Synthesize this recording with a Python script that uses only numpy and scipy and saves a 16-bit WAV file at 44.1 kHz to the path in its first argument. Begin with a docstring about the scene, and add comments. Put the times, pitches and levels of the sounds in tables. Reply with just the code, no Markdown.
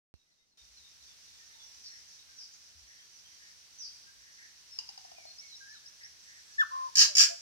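"""A tui sings in dense forest: windpipe clucks, a loud down-slur, a beating two-voice note from both
sides of the syrinx, then two harsh rasps, trains of snaps that ring throat and beak. A neighbour
whistles softly after the clucks. Smaller birds call over a steady insect hiss; leaves and trunks
scatter every call. A hand-held camera wakes with a pop at the start and takes a few dull bumps;
its two microphones have opposite polarity."""
import sys
import numpy as np
from scipy import signal
from scipy.fft import rfft, irfft, next_fast_len
from scipy.io import wavfile
from scipy.ndimage import uniform_filter1d, minimum_filter1d

SR = 44100
rng = np.random.default_rng(int(sys.argv[2]) if len(sys.argv) > 2 else 0)


def digitize_waveform(pressure):
    """Quantize a signal to 16-bit integers and store it at the path in sys.argv[1].

    Rows of a 2-D input are taken as channels; values are limited to [-1, 1].
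    """
    field = np.atleast_2d(pressure).T
    bounded = np.clip(field, -1, 1)
    quanta = np.round(bounded * 32767).astype(np.int16)
    wavfile.write(sys.argv[1], SR, quanta)


N = 326781
T = np.arange(N) / SR

# throat and beak response, one curve per rasp: freq_hz, gain_db
THROAT_CURVES = [
    [(350, -56), (600, -43), (737, -45), (982, -31), (1400, -23.5), (1540, -24.5), (1670, -10.5),
     (2000, -27), (2600, -20.5), (3060, -15), (3510, -28), (3970, -14.5), (4940, -3), (7140, -14),
     (8530, -31.5), (15800, -42.5)],
    [(350, -88), (600, -45), (1170, -26.5), (1310, -23), (1520, -16), (1670, -12), (1890, -18.5),
     (2600, -12.5), (3100, -15), (3910, -20.5), (4940, -0.5), (5660, -3), (6320, -13.5), (6860, -6.5),
     (8770, -28), (15800, -37)],
]


def undb(db):
    """Decibels to gain."""
    return 10 ** (np.asarray(db) / 20)


def unit(x):
    """Scale to rms 1."""
    return x / np.sqrt(np.mean(x ** 2))


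def clock(length_s):
    """Sample times of a short sound."""
    return np.arange(int(length_s * SR)) / SR


def decay(t, t60_s):
    """Envelope falling 60 dB in t60_s."""
    return np.exp(-np.log(1000) * t / t60_s)


def add(track, start_s, x):
    """Mix x into the track."""
    i = max(int(start_s * SR), 0)
    track[..., i:i + x.shape[-1]] += x[..., :max(N - i, 0)]


def shape(x, gain):
    """Filter by a gain function of frequency."""
    size = next_fast_len(x.shape[-1])
    freq_hz = np.fft.rfftfreq(size, 1 / SR) + 1e-3
    return irfft(rfft(x, size) * gain(freq_hz), size)[..., :x.shape[-1]]


def colour(points):
    """Gain function through (freq_hz, gain_db) points."""
    hz, db = np.transpose(points)
    return lambda f: undb(np.interp(np.log(f), np.log(hz), db))


def ring(points, size=512):
    """Minimum-phase impulse response of the given colour, unit energy."""
    gain = colour(points)(np.fft.rfftfreq(size, 1 / SR) + 1)
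    cepstrum = irfft(np.log(gain))
    cepstrum[1:size // 2] *= 2
    cepstrum[size // 2 + 1:] = 0
    response = irfft(np.exp(rfft(cepstrum)))
    return response / np.linalg.norm(response)


def walk(rate_hz):
    """Smooth random drift, spread near 1."""
    return 1.2 * np.interp(T * rate_hz, np.arange(8192), rng.standard_normal(8192))


def insects(hiss_db=0.5, air_db=3.5, flicker_db=1.46, bass_hz=250, air_follows=0.78):
    """Insect chorus swelling near 5.8 kHz over forest air; bass alike on both microphones."""
    # insect and air spectrum: freq_hz, relative_db
    spectrum = [(18, -40), (30, -28), (64, -2.5), (183, -15), (286, -18), (509, -20), (735, -18.5),
                (1210, -17.5), (1570, -13.5), (2520, -12), (3540, -10.5), (4260, -5.5), (5830, 1.5),
                (7390, -15.5), (15800, -29)]
    # chorus swell: time_s, level_db
    swell = [(.6, -63), (0.8, -61.5), (1.76, -57.5), (2.78, -61.5), (3.44, -60), (4.63, -60), (4.93, -58.5),
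             (5.03, -58.5), (6.15, -60), (6.55, -57.5)]
    own, shared = rng.standard_normal((2, N)), rng.standard_normal(N)
    coherence = lambda f: .8 / (1 + (f / bass_hz) ** 2)
    noise = shape(own, lambda f: np.sqrt(1 - coherence(f)))
    noise += shape(shared, lambda f: np.sqrt(coherence(f)))
    forest = shape(noise, colour(spectrum))
    hiss = shape(forest, lambda f: 1 / (1 + ((f - 5800) / 1400) ** 4))
    air = forest - hiss
    time_s, level_db = np.transpose(swell)
    swell_db, median_db = np.interp(T, time_s, level_db), np.median(level_db)
    hiss_gain = undb(swell_db + hiss_db + flicker_db * walk(20))
    air_gain = undb(median_db + air_follows * (swell_db - median_db) + air_db + .5 * walk(3.52))
    return (hiss * hiss_gain + air * air_gain) / hiss.std()


def glides(notes, buzz, buzz_hz, waver=0.0079):
    """Sliding notes; a fast pitch wobble of the syrinx makes them buzz."""
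    out = np.zeros(N)
    wobble = 1 + waver * walk(180) + buzz * np.sin(2 * np.pi * buzz_hz * T + walk(90))
    for start_s, length_s, start_hz, end_hz, level_db in notes:
        t = clock(length_s)
        pitch_hz = np.geomspace(start_hz, end_hz, len(t)) * np.interp(start_s + t, T, wobble)
        tone = np.sqrt(2) * np.sin(2 * np.pi * np.cumsum(pitch_hz) / SR)
        add(out, start_s, undb(level_db) * tone * signal.windows.tukey(len(t), .5))
    return out


def couplets(fall_s=0.041, fall_ratio=1.19, fall_db=-2, flat_after_s=.062, flat_s=0.06):
    """Distant two-note song: a short buzzy fall, then a flat note at its end pitch."""
    # couplets: start_s, flat_pitch_hz, level_db
    song = [(.115, 3800, -58.5), (.305, 3745, -60.5), (.508, 3700, -61.5), (.762, 3704, -58),
            (1.0, 3530, -63), (1.255, 3540, -61.5), (1.52, 3484, -59.5)]
    falls = [(s, fall_s, fall_ratio * hz, hz, db + fall_db) for s, hz, db in song]
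    flats = [(s + flat_after_s, flat_s, hz, hz, db) for s, hz, db in song]
    return (glides(falls, buzz=0.03, buzz_hz=122, waver=0.017)
            + glides(flats, buzz=.01, buzz_hz=120, waver=0.011))


def thin_notes(faint_count=14, low_hz=1500, high_hz=5450, faint_s=.06, faint_db=-68.5, glide=.03):
    """Single slurs among the trees, plus fainter notes at random times and pitches."""
    # slurs: start_s, length_s, start_hz, end_hz, level_db
    slurs = [(.26, 0.074, 2040, 1930, -65.5), (1.55, 0.027, 908, 895, -64.5),
             (1.87, 0.045, 4280, 4180, -63), (2.97, .07, 3200, 3240, -68), (3.24, 0.05, 3150, 3190, -66),
             (2.28, .05, 1544, 1594, -67), (4.06, 0.049, 1594, 1594, -62.5), (4.7, 0.097, 5440, 5170, -52),
             (5.14, .11, 2540, 2147, -62.5), (5.25, 0.087, 4340, 4260, -57), (5.4, 0.074, 2245, 2160, -61),
             (5.475, 0.094, 4410, 3726, -57), (5.73, .06, 4330, 3560, -60)]
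    faint = []
    for when, height, slope in rng.random((faint_count, 3)):
        start_hz = low_hz * (high_hz / low_hz) ** height
        end_hz = start_hz * (1 + glide * (2 * slope - 1))
        faint.append((when * T[-1], faint_s, start_hz, end_hz, faint_db))
    return glides(slurs + faint, buzz=.008, buzz_hz=110)


def handling(body_hz=65, decay_s=0.02):
    """The hand bumps the camera body; each microphone gets the thud at its own phase."""
    # bumps: start_s, level_db
    bumps = [(.61, -67), (.69, -68), (.79, -69), (1.01, -69), (2.748, -63), (2.81, -64), (4.169, -69.5),
             (6.091, -72)]
    out, t = np.zeros((2, N)), clock(.2)
    envelope = t / decay_s * np.exp(1 - t / decay_s)
    for start_s, level_db in bumps:
        phase = 2 * np.pi * (body_hz * rng.uniform(0.73, 1.23) * t + rng.random((2, 1)))
        add(out, start_s, undb(level_db) * np.sin(phase) * envelope)
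    return out


def chirps():
    """High falling chirps, buzzing with syrinx wobble."""
    # chirps: start_s, length_s, start_hz, end_hz, level_db
    falls = [(1.61, 0.055, 6130, 5340, -55), (1.84, 0.051, 6900, 4140, -70), (1.88, 0.071, 5800, 5290, -54),
             (2.36, 0.072, 6260, 4390, -48), (3.775, 0.085, 6490, 4275, -43.5)]
    return glides(falls, buzz=0.017, buzz_hz=230)


def hoarse_calls(hoarse_hz=1904, hoarse_width_hz=500, hiss_width_hz=1500):
    """Noise-band calls: a far hoarse bird and high hisses from the canopy."""
    # hoarse bird: start_s, length_s, level_db
    croaks = [(1.87, 0.15, -64.5), (2.849, .2, -68), (3.389, .14, -64.5), (4.182, 0.17, -67),
              (4.368, 0.11, -57.5), (6.001, 0.073, -56), (6.24, .2, -63.5)]
    # canopy hisses: start_s, length_s, centre_hz, level_db
    hisses = [(1.832, 0.065, 5130, -53.5), (2.516, .05, 6360, -61.5), (6.156, .51, 7540, -73.5)]
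    bands = [(s, length_s, hoarse_hz, hoarse_width_hz, db) for s, length_s, db in croaks]
    bands += [(s, length_s, hz, hiss_width_hz, db) for s, length_s, hz, db in hisses]
    out = np.zeros(N)
    for start_s, length_s, centre_hz, width_hz, level_db in bands:
        noise = rng.standard_normal(SR)[:int(length_s * SR)]
        call = unit(shape(noise, lambda f: 1 / (1 + (2 * (f - centre_hz) / width_hz) ** 4)))
        add(out, start_s, undb(level_db) * call * signal.windows.tukey(len(call), .5))
    return out


def pips(count=4, start_s=2.87, every_s=0.12, length_s=0.062, start_hz=5900, end_hz=5870, db=-59.5):
    """Even run of thin, rough, nearly flat pips."""
    notes = [(start_s + k * every_s, length_s, start_hz, end_hz, db) for k in range(count)]
    return glides(notes, buzz=.012, buzz_hz=150, waver=0.0112)


def clucks(start_hz=990, rest_hz=624, sink_s=0.29, bright_db=-1.5, dull_db_per_s=72):
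    """Snaps ring the windpipe: a sagging low mode, upper modes, a tick. The run sinks and dulls."""
    # clucks: start_s, level_db
    run = [(4.788, -45.5), (4.890, -47), (4.977, -45.5), (5.049, -46.5), (5.117, -46), (5.183, -45.5),
           (5.253, -44.5)]
    # upper windpipe modes: freq_hz, t60_s, gain_db
    modes = [(2820, 0.019, 10), (4900, 0.023, 18), (5080, 0.018, 19), (7200, 0.0057, -2)]
    sag, sag_s, low_t60_s = 0.22, 0.0029, 0.037
    tick_db, tick_s, rise_s = 13, 0.0012, .0005
    out, t = np.zeros(N), clock(.08)
    upper = sum(undb(db) * np.sin(2 * np.pi * hz * t) * decay(t, t60_s) for hz, t60_s, db in modes)
    attack = 1 - np.exp(-t / rise_s)
    for start_s, level_db in run:
        elapsed_s = start_s - run[0][0]
        centre_hz = rest_hz + (start_hz - rest_hz) * np.exp(-elapsed_s / sink_s)
        pitch_hz = centre_hz * (1 + sag * (np.exp(-t / sag_s) - .5))
        low = np.sin(2 * np.pi * np.cumsum(pitch_hz) / SR) * decay(t, low_t60_s)
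        throat_noise = signal.fftconvolve(rng.standard_normal(len(t)), ring(THROAT_CURVES[1]), "same")
        tick = undb(tick_db) * unit(throat_noise) * np.exp(-t / tick_s)
        brightness = undb(bright_db - dull_db_per_s * elapsed_s)
        add(out, start_s, undb(level_db) * (low + brightness * (upper + tick)) * attack)
    return out


def flicks(length_s=.038, start_hz=4780, end_hz=6070):
    """A small bird repeats one quick upward slide."""
    # flicks: start_s, level_db
    repeats = [(5.378, -49.5), (5.548, -54), (5.688, -58), (5.854, -52.5), (6.028, -50)]
    return glides([(s, length_s, start_hz, end_hz, db) for s, db in repeats], buzz=0.014, buzz_hz=112)


def whistles(notes, overtones_db, breath_db, waver=0.0079, drop_db=-17):
    """Syrinx near-sines that swell, hold, then slide and fade; overtones and breath grow with effort."""
    out = np.zeros(N)
    for start_s, attack_s, held_s, drop_s, start_hz, held_hz, end_hz, level_db in notes:
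        t = clock(held_s + drop_s)
        corners_s = [0, held_s, held_s + drop_s]
        pitch_hz = np.exp(np.interp(t, corners_s, np.log([start_hz, held_hz, end_hz])))
        phase = 2 * np.pi * np.cumsum(pitch_hz * (1 + waver * walk(206)[:len(t)])) / SR
        swell = np.sin(np.pi / 2 * np.clip(t / attack_s, 1e-3, 1))
        envelope_db = level_db + 20 * np.log10(swell) + np.interp(t, corners_s, [0, 0, drop_db])
        effort = undb(0.89 * (envelope_db + 34))
        breath = undb(breath_db) * np.diff(rng.standard_normal(SR))[:len(t)]
        overtones = sum(undb(db) * np.sin(k * phase) for k, db in enumerate(overtones_db, 2))
        tone = np.sin(phase) + effort * (breath + overtones)
        add(out, start_s, np.sqrt(2) * undb(envelope_db) * tone * signal.windows.tukey(len(t), .08))
    return out


def neighbour():
    """Soft whistle from further off: rises slowly, drops at the end."""
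    # whistles: start_s, attack_s, held_s, drop_s, start_hz, held_hz, end_hz, level_db
    notes = [(5.602, 0.015, 0.039, 0.034, 1617, 1607, 1650, -52),
             (5.66, 0.036, .077, 0.0487, 1650, 1775, 1080, -55.5)]
    return whistles(notes, overtones_db=(), breath_db=-50)


def tui_whistles():
    """The tui's pure notes; the two sides of the syrinx beat where they overlap."""
    # whistles: start_s, attack_s, held_s, drop_s, start_hz, held_hz, end_hz, level_db
    notes = [(6.579, 0.042, 0.031, .031, 1785, 1755, 1054, -17),
             (6.705, 0.04, 0.16, 0.041, 1060, 1047, 900, -35),
             (6.715, .05, 0.074, 0.063, 1112, 1154, 1100, -42),
             (7.04, 0.1, 0.073, 0.066, 857, 608, 514, -47), (7.27, 0.026, 0.056, .03, 598, 570, 554, -53),
             (7.295, 0.016, 0.039, .04, 683, 680, 685, -42.5)]
    return whistles(notes, overtones_db=(-32, -44, -49), breath_db=-55)


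def snaps(length_s, gap_s, count=14, lag_s=.0098, settle_snaps=1.2):
    """Rows of (offset_s, gain_db) for one rasp: snaps speed up and swell, hold, then fade."""
    attack_s, attack_db, fade_from_s, fade_db_per_s = 0.032, -8, 0.057, 286
    k = np.arange(count)
    offset_s = k * gap_s + lag_s * (1 - np.exp(-k / settle_snaps))
    gain_db = attack_db * np.maximum(1 - offset_s / attack_s, 0)
    gain_db -= fade_db_per_s * np.maximum(offset_s - fade_from_s, 0)
    gain_db += 0.1 * rng.standard_normal(count)
    return np.transpose([offset_s, gain_db])[offset_s < length_s]


def rasps(snap_s=0.0013, air_db=-8, air_s=0.014, shelf_hz=2500, low_db=-1, open_db_per_s=44):
    """The syrinx snaps about 100 times a second; each snap and its air ring the throat and beak."""
    # rasps: start_s, length_s, snap_gap_s, level_db
    calls = [(6.955, .098, .0095, -11.5), (7.1528, .098, .0105, -11)]
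    out, t = np.zeros(N), clock(0.087)
    envelope = np.exp(-t / snap_s) + undb(air_db) * np.exp(-t / air_s)
    for (start_s, length_s, gap_s, level_db), throat in zip(calls, THROAT_CURVES):
        for offset_s, gain_db in snaps(length_s, gap_s):
            puff = rng.standard_normal(len(t)) * envelope
            # low throat resonances open through the rasp
            low_gain = undb(low_db + open_db_per_s * offset_s)
            shelf_db = lambda f: 20 * np.log10(1 + (low_gain - 1) / (1 + (f / shelf_hz) ** 4))
            burst = signal.fftconvolve(puff, ring([(hz, db + shelf_db(hz)) for hz, db in throat]))
            burst /= np.sqrt(np.sum(burst ** 2) / (snap_s * SR))
            add(out, start_s + offset_s, undb(level_db + gain_db) * burst)
    return out


def trees(x, direct_db, leaves_db, trunks_db, deep_db):
    """Direct sound, quick treble scatter from leaves, sparse trunk echoes and a long tail; stereo."""
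    t = clock(1)

    def scatter(t60_s, first_s, clump):
        echoes = rng.standard_normal((2, len(t))) * np.exp(clump * rng.standard_normal(len(t)))
        echoes *= (t > first_s) * decay(t, t60_s)
        return echoes / np.linalg.norm(echoes, axis=1, keepdims=True)

    highpass = signal.butter(1, 2500, "high", fs=SR, output="sos")
    leaves = signal.sosfilt(highpass, scatter(t60_s=0.083, first_s=0.00081, clump=0.88))
    trunks = scatter(t60_s=0.26, first_s=.012, clump=0.59)
    tail = scatter(t60_s=0.81, first_s=.04, clump=0.7)
    response = undb(leaves_db) * leaves + undb(trunks_db) * trunks + undb(deep_db) * tail
    response[:, 0] += undb(direct_db)
    return signal.fftconvolve(x[None], response, axes=1)[:, :N]


def circuit_noise(level_db=-84, corner_hz=350):
    """Dull self-noise of the input stage."""
    noise = shape(rng.standard_normal((2, N)), lambda f: 1 / np.hypot(1, f / corner_hz))
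    return undb(level_db) * unit(noise)


def wake_pop(level_db=-42, ring_hz=70, ring_s=0.011, spike_s=0.0012, left_gain=0.23):
    """The input wakes with a spike and a low damped ring, mostly on the right."""
    t = clock(.1)
    thump = np.cos(2 * np.pi * ring_hz * t + 1) * np.exp(-t / ring_s)
    return -undb(level_db) * (thump + np.exp(-t / spike_s)) * np.array([[left_gain], [1]])


def limit(x, ceiling=0.8, smooth_s=0.001516):
    """Fast limiter; rounds off the loudest snaps."""
    size = int(smooth_s * SR)
    gain = np.minimum(1, ceiling / (np.abs(x).max(axis=0) + 1e-9))
    return x * uniform_filter1d(minimum_filter1d(gain, 2 * size), size)


def scene(flutter_db=2, neighbour_lag_s=.0002):
    """The tui close by, other birds far off, insects all round."""
    whistled = trees(tui_whistles(), direct_db=-1.5, leaves_db=-14, trunks_db=-18, deep_db=-28)
    clucked = trees(clucks(), direct_db=4.5, leaves_db=1, trunks_db=-4.5, deep_db=-12)
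    rasped = trees(rasps(), direct_db=1.5, leaves_db=3, trunks_db=-4, deep_db=-21)
    far_calls = (thin_notes() + hoarse_calls()) * undb(flutter_db * walk(70))
    far = trees(far_calls + flicks(), direct_db=1, leaves_db=-3, trunks_db=-6.5, deep_db=-10)
    sung = trees(couplets() + pips(), direct_db=-7.5, leaves_db=0.5, trunks_db=-5, deep_db=-14)
    chirped = trees(chirps(), direct_db=-8, leaves_db=-6, trunks_db=-1, deep_db=-5.5)
    answered = trees(neighbour(), direct_db=-1, leaves_db=-8, trunks_db=-9, deep_db=-16)
    # off to one side: reaches the right microphone later
    answered[1] = np.roll(answered[1], int(neighbour_lag_s * SR))
    return whistled + clucked + rasped + far + sung + chirped + answered + insects() + handling()


def record(dry, wake_s=.14, full_gain_s=.573, waking_db=-15, left_lag_s=2.5e-5, top_hz=15800):
    """The input wakes, runs briefly at low gain, then opens; the right microphone is inverted."""
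    # unequal microphone port resonances: freq_hz, left_minus_right_db
    ports = [(400, 2.5), (1100, 2), (1800, 2.5), (2500, -1), (4700, 1), (5200, 3.5), (5800, -6.5),
             (6700, -4), (8000, -6), (11000, -0.5)]
    balance = colour(ports)
    left = shape(dry[0], lambda f: balance(f) ** .5 * np.exp(-2j * np.pi * f * left_lag_s))
    right = shape(dry[1], lambda f: balance(f) ** -.5)
    gain = np.where(T < full_gain_s, undb(waking_db), 1)
    out = (np.array([left, right]) * gain + circuit_noise()) * (T > wake_s)
    add(out, wake_s, wake_pop())
    out = limit(out) * np.array([[1], [-1]])
    return signal.sosfilt(signal.ellip(10, .2, 70, top_hz, fs=SR, output="sos"), out)


dry = scene()
out = record(dry)
digitize_waveform(out)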